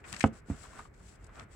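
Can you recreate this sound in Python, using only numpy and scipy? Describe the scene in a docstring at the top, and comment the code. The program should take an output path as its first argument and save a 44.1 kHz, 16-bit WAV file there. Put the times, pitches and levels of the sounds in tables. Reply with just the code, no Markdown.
"""Kneading dough in a plastic tub

A hand in a thin plastic glove works dough close by, in a small quiet room. The glove crinkles as
its film buckles, and the tub knocks down twice, hard then softly, ringing in its damped modes.
The dough rubs by stick-slip friction, smacks as it comes unstuck and gives dully under the fist.
The glove rustles over it; a low rumble and a faint hum lie behind."""
import sys
import numpy as np
from scipy import signal
from scipy.fft import rfft, irfft
from scipy.io import wavfile

SR = 44100
rng = np.random.default_rng(int(sys.argv[2]) if len(sys.argv) > 2 else 0)


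def generate_wav(signal):
    """Clip the signal to [-1, 1] and save it as 16-bit WAV at the path in sys.argv[1]."""
    frames = np.transpose(np.atleast_2d(signal))
    scaled = np.clip(frames, -1, 1) * 32767
    pcm = np.round(scaled).astype(np.int16)
    wavfile.write(sys.argv[1], SR, pcm)


N = 68355

# Levels are relative; a pan is the left level minus the right.
# tub contacts: (time [s], force level [dB], brightness [Hz], slap level [dB], settling delay [s])
KNOCKS = [(.2407, -5.5, 1130, -15.5, .0062), (.486, -34, 330, -65, .005), (0.5005, -14, 253, -42, .0102)]
# modes of the loaded tub: (frequency [Hz], level [dB], T60 [s])
TUB_MODES = [(75.2, -22, 0.1), (91.8, -27, 0.089), (109.6, -26.5, 0.14), (152.7, -21, 0.13),
             (221.4, -9.5, 0.12), (266, -16, 0.086), (305, -25.5, .04), (427.3, -27.5, 0.081),
             (512.3, -16, 0.052), (676.6, -13, 0.057), (767, -15.5, 0.038), (860, -34, 0.064),
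             (993, -15.5, 0.025), (1370, -23, .022)]
# slap of the tub's bottom: (frequency [Hz], level [dB])
SLAP_SPECTRUM = [(200, -22.5), (600, -10.5), (1000, -2.5), (1400, -1.5), (1650, -21), (2100, -16),
                 (2700, -20.5), (3400, -35.5), (7000, -47), (15000, -61)]
# buckling runs of the glove: (time [s], level [dB], hold [s], low edge [Hz], high edge [Hz])
CRINKLES = [(.041, -45.5, 0.014, 202, 2040), (0.1217, -49, .001, 3980, 12000),
            (0.127, -30.5, 0.0015, 4860, 9500), (0.137, -40, 0.0031, 300, 4050),
            (0.144, -41.5, 0.0028, 1530, 7000), (.164, -40.5, 0.0034, 1000, 6800),
            (0.1956, -35, 0.0013, 4530, 11100), (0.2062, -30.5, 0.0079, 1250, 4940),
            (0.228, -36.5, 0.0026, 1490, 5460), (0.259, -53.5, 0.019, 3060, 9250),
            (0.94, -62.5, .01, 4540, 5470), (1.242, -57, 0.0053, 4450, 10700),
            (1.266, -58.5, .006, 4500, 9350), (1.356, -54, 0.00084, 3000, 7200),
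            (1.3964, -42, 0.0013, 1830, 5040)]
# buckling film: (frequency [Hz], level [dB])
CRINKLE_SPECTRUM = [(300, -18), (1300, 8.5), (2000, 15.5), (2800, 8), (3500, 2), (5500, 2.5), (7700, 7.5),
                    (9200, 1.5), (11000, 0.5), (15000, -21)]
# envelope of the glove's rustle: (time [s], level [dB])
RUSTLE_ENVELOPE = [(0, -68.5), (.03, -81), (.055, -60), (.09, -49.5), (.14, -53), (.18, -51), (.225, -46.5),
                   (.275, -60.5), (.298, -86), (.315, -95), (.33, -62.5), (.38, -57.5), (.403, -65),
                   (.417, -98), (.452, -82), (.47, -64.5), (.5, -55), (.55, -59.5), (.635, -51),
                   (.69, -60.5), (.79, -55), (.872, -64.5), (.892, -83), (.928, -84), (.942, -72.5),
                   (1.02, -64.5), (1.09, -57), (1.16, -63.5), (1.18, -82), (1.21, -70), (1.255, -68),
                   (1.29, -83), (1.32, -75), (1.35, -62.5), (1.4, -61), (1.44, -64), (1.455, -93),
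                   (1.495, -78), (1.52, -59), (1.55, -59.5)]
# rustling film: (frequency [Hz], level [dB])
RUSTLE_SPECTRUM = [(1200, -11), (2500, -3), (3600, -5.5), (5000, -3.5), (6600, -2.5), (7800, 3.5),
                   (8800, -6), (10500, -7), (12000, -20.5), (15500, -19)]
# stereo balance of the glove: (frequency [Hz], pan [dB])
GLOVE_PAN = [(500, -5), (1500, 1.5), (2500, 12.5), (5000, 12), (6500, 9), (8200, 16), (10000, -7.5),
             (15000, 1.5)]
# how hard the dough rubs on the tub: (time [s], level [dB])
RUB_ENVELOPE = [(0, -53.5), (.03, -61), (.06, -45), (.2, -46.5), (.3, -57.5), (.36, -50.5), (.44, -65),
                (.51, -46), (.6, -54), (.645, -49), (.69, -53), (.785, -44.5), (.83, -53), (.89, -88),
                (1, -63.5), (1.2, -58.5), (1.33, -54), (1.37, -46), (1.41, -43), (1.48, -61.5),
                (1.55, -54.5)]
# rubbing dough: (frequency [Hz], level [dB])
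RUB_SPECTRUM = [(100, 3.5), (300, 2.5), (480, -3.5), (680, 5), (900, -2), (1400, 4), (2150, -4),
                (2900, -11.5), (6000, -35.5), (15000, -47)]
# the dough comes unstuck: (time [s], level [dB], hold [s])
SMACKS = [(0.125, -48, 0.018), (0.602, -60, 0.0017), (0.638, -48.5, 0.0029), (0.651, -48, 0.0048),
          (0.73, -54, .004), (0.7888, -43.5, 0.009), (0.803, -53.5, 0.0028), (0.852, -51.5, 0.0052),
          (1.001, -60, 0.006), (1.2925, -52, 0.0017), (1.392, -49, 0.0036)]
# peeling dough: (frequency [Hz], level [dB])
SMACK_SPECTRUM = [(200, -1), (500, -15), (750, -0.5), (1200, 7), (1700, -7.5), (2600, -15), (6000, -32),
                  (15000, -50)]
# pushes of the fist: (peak time [s], level [dB], half width [s])
PRESSES = [(0.131, -46, 0.015), (0.323, -43.5, 0.018), (0.802, -57.5, 0.02), (1.044, -58, 0.04),
           (1.231, -55, 0.02), (1.425, -53.5, 0.033)]
# yielding dough: (frequency [Hz], level [dB])
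PRESS_SPECTRUM = [(30, -17.5), (60, 8), (130, -4), (220, -2), (330, -13), (600, -23), (2000, -62.5)]
# reverberant tail: (frequency [Hz], level [dB])
ROOM_SPECTRUM = [(50, -15), (120, -7.5), (230, -5.5), (400, 2.5), (750, -10.5), (1500, -6.5), (4000, -8),
                 (12000, -20)]
# ambient rumble and hush: (frequency [Hz], level [dB])
AMBIENT_SPECTRUM = [(20, -23), (35, 0.5), (52, 2.5), (100, -5.5), (150, -8.5), (250, -18.5), (420, -17),
                    (700, -27), (2250, -30), (3100, -53.5), (8000, -65.5), (15000, -58)]
# bands of the hum: (frequency [Hz], bandwidth [Hz], level [dB])
HUM_BANDS = [(414, 11, -72.5), (1507, 72, -74)]
# stereo balance of dough, slap and room: (frequency [Hz], pan [dB]); signs of left and right
TUB_PAN, SIDES = [(200, 1), (1200, -1), (3000, 6)], np.array([[1], [-1]])


def tub_knocks(settle_db=7.5, settle_hz=88, pan_db=-3):
    """Modal resonance: each impact, then the dough's settling weight, drives the tub's damped modes."""
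    force = sum(impact(start, db, hz) + impact(start + delay, db + settle_db, settle_hz)
                for start, db, hz, _, delay in KNOCKS)
    ringing = 0
    for hz, db, t60 in TUB_MODES:
        radius = from_db(-60 / (t60 * SR))  # decay per sample
        pole_real = radius * np.cos(2 * np.pi * hz / SR)
        mode = signal.lfilter([1, -pole_real], [1, -2 * pole_real, radius ** 2], force)
        ringing = ringing + from_db(db) * mode
    return ringing * from_db(SIDES * pan_db / 2)


def impact(start, db, bright_hz):
    """Contact force: the softer the contact, the longer the pulse and the duller its spectrum."""
    impulse = np.zeros(N)
    impulse[int(start * SR)] = -from_db(db)
    return low_pass(impulse, bright_hz)


def tub_slap(t60=0.022):
    """Impact noise: the flat bottom radiates a brief broadband transient as it lands."""
    envelope = sum(from_db(db) * burst(start, 0, t60 / np.log(1000)) for start, _, _, db, _ in KNOCKS)
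    slap = colour(envelope * rng.choice([-1, 1], (2, N)), SLAP_SPECTRUM)
    return place(slap, TUB_PAN, likeness=0.8)


def glove(release_s=0.0017):
    """Buckling: thin film sheds elastic energy in snaps, as a fine rustle and in short, louder runs."""
    snaps = grains(per_s=5500, spread_db=2.5)
    crinkles = 0
    for start, db, hold, low_hz, high_hz in CRINKLES:
        run = snaps * from_db(db) * burst(start, hold, release_s)
        crinkles = crinkles + high_pass(low_pass(run, high_hz), low_hz)
    rustle = grains(per_s=12000, spread_db=5.5) * along(RUSTLE_ENVELOPE) * from_db(-6.5)
    film = colour(crinkles, CRINKLE_SPECTRUM) + colour(rustle, RUSTLE_SPECTRUM)
    return place(film, GLOVE_PAN, likeness=0.1)


def sticky_dough(release_s=0.0039):
    """Stick-slip friction and adhesion: dough rubs in tiny slips and peels off in bursts of pops."""
    slips = grains(per_s=5000, spread_db=3) * along(RUB_ENVELOPE) * from_db(-7)
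    peeling = sum(from_db(db) * burst(start, hold, release_s) for start, db, hold in SMACKS)
    pops = grains(per_s=6000, spread_db=2.5) * peeling
    dough = colour(slips, RUB_SPECTRUM) + colour(pops, SMACK_SPECTRUM)
    return place(dough, TUB_PAN, likeness=0.52)


def fist_presses():
    """Viscous damping: dough yields under the fist with a dull swell of noise and does not ring."""
    weight = sum(from_db(db) * np.exp(-((seconds() - peak) / half) ** 2) for peak, db, half in PRESSES)
    return colour(weight * rng.standard_normal(N), PRESS_SPECTRUM)


def reverberation(direct, t60=0.13, delay_s=0.01, level_db=-18.5):
    """Diffuse reflection: the room adds an exponentially decaying tail, partly alike in the two ears."""
    decay = burst(delay_s, 0, t60 / np.log(1000))
    tail = colour(rng.standard_normal((2, N)) * decay, ROOM_SPECTRUM)
    tail /= np.sqrt(np.sum(tail ** 2, axis=1, keepdims=True))
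    response = place(tail, TUB_PAN, likeness=0.58)
    return from_db(level_db) * signal.fftconvolve(direct, response, axes=1)[:, :N]


def ambient_noise(level_db=-54.5):
    """Diffuse-field coherence: the long waves of the rumble reach both ears alike, the hush less so."""
    mid, side = colour(rng.standard_normal((2, N)), AMBIENT_SPECTRUM)
    side = high_pass(side, 450, order=1)
    return from_db(level_db) * (mid + 0.82 * side * SIDES)


def hum():
    """Narrow-band noise: neighbouring frequencies beat, so each faint tone wavers."""
    tones = 0
    for hz, width, db in HUM_BANDS:
        tone = signal.lfilter(*signal.iirpeak(hz, hz / width, fs=SR), rng.standard_normal((2, N)))
        tones = tones + from_db(db) * tone / tone.std()
    return tones


def grains(per_s, spread_db):
    """Shot noise: two independent streams of random clicks of uneven size, at unit rms."""
    sizes = from_db(spread_db * np.minimum(rng.exponential(1, (2, N)), 4))
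    signs = rng.choice([-1, 1], (2, N))
    clicks = sizes * signs * (rng.random((2, N)) < per_s / SR)
    return clicks / clicks.std()


def burst(start, hold, release):
    """Exponential decay after a sudden onset and a hold."""
    age = seconds() - start
    return (age >= 0) * np.exp(-np.maximum(age - hold, 0) / release)


def place(pair, pan, likeness):
    """Interaural cues: two independent signals are partly correlated, then panned band by band."""
    stereo = (np.sqrt(1 + likeness) * pair[0] + np.sqrt(1 - likeness) * pair[1] * SIDES) / np.sqrt(2)
    return irfft(rfft(stereo, 2 * N) * from_db(SIDES * at_hz(pan) / 2))[:, :N]


def colour(x, spectrum):
    """Minimum-phase filtering to a spectral shape; white noise keeps its power."""
    gain = from_db(at_hz(spectrum))
    gain /= np.sqrt(np.mean(gain ** 2))
    cepstrum = irfft(np.log(gain))
    causal_fold = np.r_[1, np.full(N - 1, 2), 1, np.zeros(N - 1)]
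    response = np.exp(rfft(cepstrum * causal_fold))
    return irfft(rfft(x, 2 * N) * response)[..., :N]


def low_pass(x, hz):
    """Second-order treble roll-off."""
    return signal.sosfilt(signal.butter(2, hz, fs=SR, output="sos"), x + 1e-18)


def high_pass(x, hz, order=2):
    """Bass roll-off of 6 dB per octave for each order."""
    return signal.sosfilt(signal.butter(order, hz, "high", fs=SR, output="sos"), x)


def at_hz(points):
    """Log-frequency interpolation onto the bins of a 2N-point transform."""
    hz, value = np.transpose(points)
    bin_hz = np.arange(N + 1) * SR / (2 * N)
    return np.interp(np.log(bin_hz + 1), np.log(hz), value)


def along(envelope):
    """Interpolation in decibels, giving a gain for each sample."""
    return from_db(np.interp(seconds(), *np.transpose(envelope)))


def from_db(db):
    """Amplitude ratio of a level."""
    return 10 ** (np.asarray(db) / 20)


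def seconds():
    """Sampling instants."""
    return np.arange(N) / SR


def scene():
    """Superposition: the direct sound of tub, glove and dough adds to reverberation and background."""
    direct = tub_knocks() + tub_slap() + glove() + sticky_dough() + fist_presses()
    return direct + reverberation(direct) + ambient_noise() + hum()


def record(dry, bass_cut_hz=42, treble_cut_hz=15900):
    """Band limiting: the microphone loses the deepest bass, and the top treble is cut steeply."""
    treble_cut = signal.ellip(10, 0.1, 80, treble_cut_hz, fs=SR, output="sos")
    return signal.sosfilt(treble_cut, high_pass(dry, bass_cut_hz))


dry = scene()
out = record(dry)
generate_wav(out)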